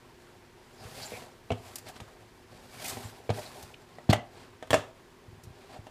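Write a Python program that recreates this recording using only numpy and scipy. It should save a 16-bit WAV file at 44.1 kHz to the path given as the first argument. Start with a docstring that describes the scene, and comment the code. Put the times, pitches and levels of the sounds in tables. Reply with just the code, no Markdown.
"""A zucchini in a plastic food holder goes to and fro over a mandoline slicer on a kitchen counter.
First wet flesh swishes over the board (resonant friction noise), crunches through the V-blade (crackle bursts)
and knocks the slicer at the turn of a stroke (struck modes plus crack noise), amid short pitched noise puffs.
Then the slicer bumps down, the holder drops on the counter (struck modes) and hands shift things about.
Throughout, a fridge hums (wavering sines) in room air (shaped noise) over a steady faint hiss."""
import sys
import numpy as np
from scipy import signal
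from scipy.fft import rfft, irfft
from scipy.io import wavfile

SR = 44100
rng = np.random.default_rng(int(sys.argv[2]) if len(sys.argv) > 2 else 0)


def bounce(signal):
    """Save signal as a 16-bit WAV file at the path given by the first command-line argument."""
    frames = np.transpose(np.atleast_2d(signal))
    limited = np.clip(frames, -1, 1)
    pcm = np.round(limited * 32767).astype(np.int16)
    wavfile.write(sys.argv[1], SR, pcm)


N = 260586
TIME_S = np.arange(N) / SR
DECAY_TIME_S = TIME_S[:SR // 2]   # for blows, bursts and the room tail


def from_db(db):
    """Decibels to gain."""
    return 10 ** (np.asarray(db) / 20)


def rms_one(x):
    """Scale to unit power."""
    return x / np.sqrt(np.mean(x ** 2) + 1e-20)


def attack_one(x):
    """Scale a blow to unit power over its first 8 ms."""
    return x / np.sqrt(np.mean(x[:SR // 125] ** 2) + 1e-20)


def at_hz(points, hz):
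    """Read a table on a log-frequency axis."""
    freqs, values = np.transpose(points)
    return np.interp(np.log(np.maximum(hz, 1)), np.log(freqs), values)


def coloured(x, spectrum):
    """Weight a noise by a spectrum; rms 1."""
    hz = np.fft.rfftfreq(len(x), 1 / SR)
    return rms_one(irfft(rfft(x) * from_db(at_hz(spectrum, hz)), len(x)))


def drift(knots_per_s):
    """Random values joined by straight lines; rms 1."""
    knots = rng.standard_normal(4096)
    return rms_one(np.interp(TIME_S * knots_per_s, np.arange(len(knots)), knots))


def resonate(x, hz, width_hz):
    """Two-pole resonance, gain 1 on top."""
    r = np.exp(-np.pi * width_hz / SR)
    zeros = np.array([1, 0, -1]) * (1 - r * r) / 2
    poles = [1, -2 * r * np.cos(2 * np.pi * hz / SR), r * r]
    return signal.lfilter(zeros, poles, x)


def soften(x, hz):
    """Second-order low-pass: a longer contact takes the top off a blow."""
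    return signal.sosfilt(signal.butter(2, min(hz, SR / 2 - 1), fs=SR, output="sos"), x)


def high_pass(x, hz, order):
    """Butterworth low cut."""
    return signal.sosfilt(signal.butter(order, hz, "high", fs=SR, output="sos"), x)


def add(out, s, sound):
    """Mix a sound in at time s."""
    start = int(s * SR)
    out[start:start + len(sound)] += sound[:N - start]


STROKE_SAG_DB_PER_S = 22   # the arm slows as the stroke goes on


def motion(table):
    """Strength of a set of slides: each swells, holds while slowly sagging, and fades."""
    power = np.zeros(N)
    for s, hold_s, db, swell_s, fade_s in table:
        before_s = np.minimum(TIME_S - s, 0)
        after_s = np.maximum(TIME_S - s - hold_s, 0)
        ramps = np.exp(before_s / swell_s - after_s / fade_s)
        sagging_db = db - STROKE_SAG_DB_PER_S * np.clip(TIME_S - s, 0, hold_s)
        power += (ramps * from_db(sagging_db)) ** 2
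    return np.sqrt(power)


def grains(per_s, spread_db, smooth):
    """Tiny slips and bursting cells of uneven size over a smooth film of juice."""
    sizes = from_db(spread_db * np.minimum(rng.exponential(1, N), 4)) * rng.choice([-1, 1], N)
    slips = rms_one(sizes * (rng.random(N) < per_s / SR))
    return rms_one(slips + smooth * rng.standard_normal(N))


def through(x, resonances, patchy_db):
    """Parallel resonances, each swelling and fading as the contact moves over it; rms 1."""
    total = np.zeros(N)
    for k, (hz, width_hz, db) in enumerate(resonances):
        gain = from_db(db + patchy_db * drift(knots_per_s=45))
        total += gain * resonate(x, hz, width_hz) * (-1) ** k   # alternate polarity
    return rms_one(total)


# wet zucchini over the board: (t at full speed/s, hold/s, effort level/dB, swell/s, fade/s)
STROKES = [(.28, 0.11, -66.5, 0.21, 0.17), (.98, 0.19, -45, .1, 0.081), (1.66, 0.46, -56, 0.11, 0.25),
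           (2.88, 0.09, -42, 0.11, 0.11), (3.365, 0.29, -48, 0.044, 0.091)]
# dry rubs of hands, holder and peel: (t/s, hold/s, effort level/dB, swell/s, fade/s)
RUBS = [(.84, 0.046, -54, 0.052, 0.024), (1.225, 0.048, -56.5, .01, .04),
        (1.865, .035, -48, 0.0075, 0.0085), (1.96, 0.012, -49.5, 0.021, 0.0097),
        (2.07, .03, -60.5, .02, 0.085), (2.53, 0.069, -58.5, 0.06, 0.041), (3.345, 0.055, -47, 0.012, .015),
        (3.9, 0.23, -62.5, 0.27, 0.067), (4.38, 0.053, -53, 0.045, 0.051), (5.745, .015, -53, 0.14, .025)]
# resonances of the rubbed board: (f/Hz, width/Hz, relative level/dB)
BOARD = [(104, 24.6, 8.5), (245.5, 46, 2), (399, 31, 5), (502, 125, 0.5), (703, 218, 2), (1078, 165, 0),
         (1510, 960, -12.5)]
# narrow resonances of blade and frame: (f/Hz, width/Hz, relative level/dB)
BLADE = [(2304, 110, 3.5), (3260, 130, -0.5), (4900, 320, 3), (7340, 400, -0.5)]
# spectrum of the friction hiss: (f/Hz, relative level/dB)
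HISS = [(700, -22), (1300, -3), (2300, 3.5), (3200, 1), (4600, 0.5), (6000, -8.5), (8000, -8), (15000, -25)]
# spectrum of the wet top sheen: (f/Hz, relative level/dB)
SHEEN = [(3500, -48), (5500, -1.5), (7300, -3.5), (9000, -1.5), (12000, -0.5), (15000, -8.5)]
FULL_DB, FLOOR_DB = -43, -69   # effort level taken as 1; steady faint hiss under everything
BOARD_DB, BOARD_FOLLOWS = -45.5, 0.64   # board level at effort 1; its share of the swing in dB
HISS_DB, BLADE_DB = -3.5, -8   # all hiss re effort level; blade within it
SHEEN_DB, SHEEN_FOLLOWS = -6, 1.16   # within the hiss at effort 1; follows wet strokes and floor
JUDDER_DB, JUDDER_KNOTS_PER_S = 1.4, 28   # the grip catches and eases
RASP_DB, RASP_KNOTS_PER_S = 1.64, 180   # the skin catches on the ribs of the board


def sliding():
    """Friction shakes board and blade and hisses at the wet contact; wet and dry effort share one flutter."""
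    judder = from_db(JUDDER_DB * drift(JUDDER_KNOTS_PER_S) - FULL_DB)
    wet = judder * np.hypot(motion(STROKES), from_db(FLOOR_DB))
    effort = np.hypot(wet, judder * motion(RUBS))
    friction = grains(per_s=5000, spread_db=3, smooth=.8)
    board = rms_one(soften(through(friction, BOARD, patchy_db=2.5), hz=2500))
    blade = through(rng.standard_normal(N), BLADE, patchy_db=5)
    rasp = effort * from_db(RASP_DB * drift(RASP_KNOTS_PER_S)) * coloured(friction, HISS)
    sheen = from_db(SHEEN_DB) * wet ** SHEEN_FOLLOWS * coloured(friction, SHEEN)
    hiss = rasp + from_db(BLADE_DB) * wet * blade + sheen
    return from_db(BOARD_DB) * effort ** BOARD_FOLLOWS * board + from_db(FULL_DB + HISS_DB) * hiss


# fibres tear and juice is squeezed out: (t/s, level/dB, decay/s)
SNAPS = [(1.756, -33, 0.0058), (1.782, -41.5, 0.0069), (1.883, -47, 0.012), (2.843, -35, 0.0049),
         (2.853, -36.5, 0.013), (2.877, -36, 0.014), (2.893, -36.5, 0.014), (3.625, -44, 0.0082),
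         (5.434, -52, 0.011)]
# spectrum of the crackle: (f/Hz, relative level/dB)
SNAP = [(600, 2.5), (2000, 1), (4500, 10), (8000, 10.5), (11000, 6.5), (15000, 5)]
SNAP_RISE_SHARE = .33   # rise time / decay time


def snaps():
    """Tearing flesh lets go a quick burst of bright crackle."""
    burst = np.zeros(N)
    for s, db, decay_s in SNAPS:
        rise_s = SNAP_RISE_SHARE * decay_s
        envelope = np.minimum(DECAY_TIME_S / rise_s, np.exp((rise_s - DECAY_TIME_S) / decay_s))
        add(burst, s, from_db(db) * envelope)
    return burst * coloured(grains(per_s=8000, spread_db=2, smooth=.5), SNAP)


# short pitched noise puffs, some squeaks, some bright or nasal colour within the knocks:
# (t of peak/s, Gaussian sigma/s, f/Hz, level/dB)
PUFFS = [(1.034, 0.01, 4530, -41.5), (1.153, 0.021, 2260, -48), (1.506, 0.0017, 2500, -38.5),
         (1.522, 0.0029, 2960, -42.5), (1.9, 0.006, 670, -44.5), (2.857, 0.0074, 2270, -42.5),
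         (3.304, 0.0037, 4270, -45.5), (3.462, 0.0051, 4300, -47), (3.744, .002, 2870, -43.5),
         (4.107, 0.0062, 3960, -29.5), (4.133, 0.0039, 1940, -24), (5.76, 0.017, 700, -47.5)]
PUFF_WIDTH_SHARE = 0.3   # width of each resonance / pitch


def pitched_puffs():
    """Noise through two equal resonances in series, under a brief Gaussian swell."""
    out = np.zeros(N)
    for s, sigma_s, hz, db in PUFFS:
        width_hz = PUFF_WIDTH_SHARE * hz
        once = resonate(rng.standard_normal(N), hz, width_hz)
        tone = resonate(once, hz, width_hz)
        out += from_db(db) * rms_one(tone) * np.exp(-.5 * ((TIME_S - s) / sigma_s) ** 2)
    return out


def struck(modes, place, shape_db):
    """Damped sines; each mode's level depends on how near its belly or node the blow lands."""
    hz, db, t60_s = np.transpose(modes)[:, :, None]
    number = np.arange(1, len(hz) + 1)[:, None]
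    placed_db = shape_db * np.cos(2 * np.pi * number * place)
    gain = from_db(db + placed_db + rng.standard_normal(hz.shape))
    decay = from_db(-60 * DECAY_TIME_S / t60_s)
    return (gain * decay * np.sin(2 * np.pi * hz * DECAY_TIME_S)).sum(0)


# modes of the counter: (f/Hz, relative level/dB, t60/s)
COUNTER = [(108.4, -3, 0.12), (147, 2, 0.035), (216, -3, 0.075), (309, -12.5, 0.098)]


def thump(top_hz, bottom_hz=85):
    """The counter's dull answer to a push; its slowest motion radiates little."""
    push = soften(struck(COUNTER, place=0, shape_db=0), top_hz)
    return attack_one(high_pass(push, bottom_hz, order=3))


# spectrum of the dense high modes, before contact softening: (f/Hz, relative level/dB)
CRACK = [(300, 6.5), (700, 10), (1200, 9.5), (2000, 3), (3400, 6), (4400, -4), (7000, -3.5), (10000, -8.5),
         (15000, -13)]
CRACK_RISE_S = 0.00031   # soft onset of the crack
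# crack re ring at this hardness; a harder contact cracks more
HARD_HZ, CRACK_DB, CRACK_DB_PER_OCTAVE = 3070, -9, 9.5


def blows(table, modes, shape_db, crack_s, rattle_db, rattle_s, free_share, grip_s):
    """Each blow: a thump through the counter, the object's modes, and a crack of dense short-lived high modes."""
    out = np.zeros(N)
    rattle = from_db(rattle_db) * np.exp(-DECAY_TIME_S / rattle_s)
    dying = np.exp(-DECAY_TIME_S / crack_s) + rattle
    crack_envelope = dying * (1 - np.exp(-DECAY_TIME_S / CRACK_RISE_S))
    damping = free_share + np.exp(-DECAY_TIME_S / grip_s)   # the contact soaks up part of the ring at once
    for s, thump_db, ring_db, contact_hz, place in table:
        crack_db = ring_db + CRACK_DB + CRACK_DB_PER_OCTAVE * np.log2(contact_hz / HARD_HZ)
        ring = soften(struck(modes, place, shape_db) * damping, contact_hz)
        noise = coloured(rng.standard_normal(len(DECAY_TIME_S)), CRACK)
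        crack = soften(noise * crack_envelope, 2.46 * contact_hz)
        clack = from_db(ring_db) * attack_one(ring) + from_db(crack_db) * attack_one(crack)
        clack = high_pass(clack, 170, order=2)   # too small to radiate bass
        push_hz = 130 + 1300 * from_db(thump_db)   # a harder push is stiffer and so reaches higher
        add(out, s, clack + from_db(thump_db) * thump(push_hz))
    return out


# blows on the slicer: (t/s, thump level/dB, ring level before low cut/dB, contact hardness f/Hz,
#                       place [end 0 to middle 0.5])
SLICER_BLOWS = [(1.12, -67, -37.5, 1300, 0.22), (1.134, -53, -42, 1290, 0.25),
                (1.221, -66, -44.5, 1500, 0.47), (1.505, -34, -25.5, 1900, .5), (1.5095, -53, -32, 980, .5),
                (1.517, -29, -28, 3000, .5), (2.002, -57, -42, 4860, 0.12), (2.971, -55, -37, 2000, 0.43),
                (3.202, -63, -48.5, 1200, 0.29), (3.293, -31.5, -25.5, 2100, 0.23),
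                (3.302, -26.5, -27.5, 3170, 0.32), (3.385, -45, -38, 1720, 0.38),
                (3.985, -68, -42.5, 2400, 0.19), (4.091, -37, -29, 2220, 0.14),
                (4.094, -13, -33.5, 1800, 0.11), (4.099, -48, -33.5, 7050, 0.18),
                (4.107, -52, -26.5, 4200, 0.14), (4.128, -48, -24.5, 6160, 0.206),
                (4.1315, -32, -16.5, 3340, 0.162), (4.158, -60, -31, 3000, 0.17),
                (4.191, -64, -47, 2500, .25)]
# modes of the slicer: (f/Hz, relative level/dB, free t60/s)
SLICER = [(215, -4, 0.072), (250.7, 1.5, 0.11), (417, -4, 0.046), (481, 7, 0.047), (600, -2.5, 0.14),
          (694.5, 9, 0.058), (756, -6, .06), (942, -11, 0.13), (1220, -22, 0.13), (1620, -27, 0.066),
          (1936, 2.5, 0.039), (2260, -4, 0.034), (2570, -27, .08), (3270, -13, 0.11)]


def slicer_knocks():
    """Blows ring the slicer's modes and thump the counter under it."""
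    return blows(SLICER_BLOWS, SLICER, shape_db=10, crack_s=0.0071, rattle_db=-26, rattle_s=0.0075,
                 free_share=0.83, grip_s=0.012)


# blows on the food holder: (t/s, thump level/dB, ring level before low cut/dB, contact hardness f/Hz,
#                            place [end 0, middle 0.5])
HOLDER_BLOWS = [(4.626, -70, -39.5, 3620, 0.355), (4.672, -67, -53, 5000, 0.79),
                (4.7055, -32, -29, 7500, 0.095), (4.731, -31.5, -18.5, 3760, 0.263),
                (4.7415, -45, -16.5, 4160, 0.213), (4.775, -33.5, -31, 1400, 0.034),
                (4.839, -62, -39.5, 1200, 0.29), (5.868, -70, -46, 3760, 0.163)]
# modes of the plastic holder: (f/Hz, relative level/dB, free t60/s)
HOLDER = [(293, 0, 0.16), (364, -13, 0.079), (505, -5, 0.19), (600, 5, 0.077), (638, 8.5, 0.15),
          (725, 0, 0.13), (1110, -14, 0.074), (1285, 0, 0.061), (1567, -3, 0.077), (1715, -2.5, 0.076),
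          (1796, 2, 0.036), (2760, -7.5, 0.098), (3140, -19, 0.092), (3350, -18, 0.053), (3710, -11, 0.063)]


def holder_drop():
    """The dropped holder rings its plastic modes, with a longer rattle than the slicer."""
    return blows(HOLDER_BLOWS, HOLDER, shape_db=7.5, crack_s=0.0051, rattle_db=-16, rattle_s=0.044,
                 free_share=0.83, grip_s=0.0059)


# hands and vegetable bump on slicer and counter: (t/s, level/dB)
BUMPS = [(0.851, -43.5), (2.014, -43), (3.05, -41), (3.631, -47), (5.28, -46.5), (5.325, -48), (5.376, -52),
         (5.445, -50), (5.47, -44), (5.503, -46), (5.789, -41.5)]


def bumps():
    """Soft thuds of hands and vegetable excite the low counter modes."""
    out = np.zeros(N)
    for s, db in BUMPS:
        add(out, s, from_db(db) * thump(top_hz=119, bottom_hz=60))
    return out


# decay of the kitchen: (f/Hz, t60/s)
KITCHEN = [(100, 0.24), (600, 0.33), (3000, 0.25), (8000, 0.18), (15000, 0.11)]


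def kitchen(x, first_echo_s, build_s):
    """Diffuse reflections that build up and die away at a rate set by frequency."""
    noise = rng.standard_normal(len(DECAY_TIME_S))
    hz, t, cells = signal.stft(noise, SR, nperseg=256)
    decay = from_db(-60 * t / at_hz(KITCHEN, hz)[:, None])
    tail = signal.istft(cells * decay, SR)[1][:len(DECAY_TIME_S)]
    tail = tail * np.clip((DECAY_TIME_S - first_echo_s) / build_s, 0, 1)
    return signal.fftconvolve(x, tail / np.sqrt(np.sum(tail ** 2)))[:N]


# fridge tones: (f/Hz, rms level/dB)
HUM = [(59.5, -86), (248, -70), (355.3, -66), (387.6, -71), (925, -75)]
# spectrum of the room air: (f/Hz, relative level/dB)
AIR = [(13, -52), (22, -8), (149, -9), (212, -12), (250, -13.5), (286, -14), (356, -8), (551, -15),
       (598, -29), (978, -16), (1180, -20), (1740, -18.5), (2040, -20), (5460, -29.5), (15000, -40.5)]
AIR_DB = -58.5


def background():
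    """Steady room air and fridge tones wavering in level and phase."""
    hum = np.zeros(N)
    for hz, db in HUM:
        gain = from_db(db + 0.5 * drift(knots_per_s=1.7)) * np.sqrt(2)
        hum += gain * np.sin(2 * np.pi * hz * TIME_S + .5 * drift(knots_per_s=6.6))
    return hum + from_db(AIR_DB) * coloured(rng.standard_normal(N), AIR)


def scene():
    """Slicer, holder and vegetable close by, in the kitchen."""
    near = sliding() + snaps() + pitched_puffs() + slicer_knocks() + holder_drop() + bumps()
    room = from_db(-12.5) * kitchen(near, first_echo_s=0.00053, build_s=0.0049)
    return (near + room + background())[None]


CUTOFF_HZ = 15300
DUCK_ABOVE_DB, DUCK_ATTACK_S, DUCK_RELEASE_DB_PER_S = -10, 0.051, 14   # the recorder's gain control


def record(dry):
    """The gain sinks after the loudest knocks and creeps back; the top is cut steeply."""
    over_db = np.maximum(20 * np.log10(np.abs(dry) + 1e-9) - DUCK_ABOVE_DB, 0)
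    release_db = DUCK_RELEASE_DB_PER_S * TIME_S
    held_db = np.maximum.accumulate(over_db + release_db, axis=-1) - release_db
    lag = np.exp(-1 / (DUCK_ATTACK_S * SR))
    duck_db = signal.lfilter([1 - lag], [1, -lag], held_db)
    ducked = dry * from_db(-duck_db)
    return signal.sosfilt(signal.ellip(12, .1, 80, CUTOFF_HZ, fs=SR, output="sos"), ducked)


dry = scene()
out = record(dry)
bounce(out)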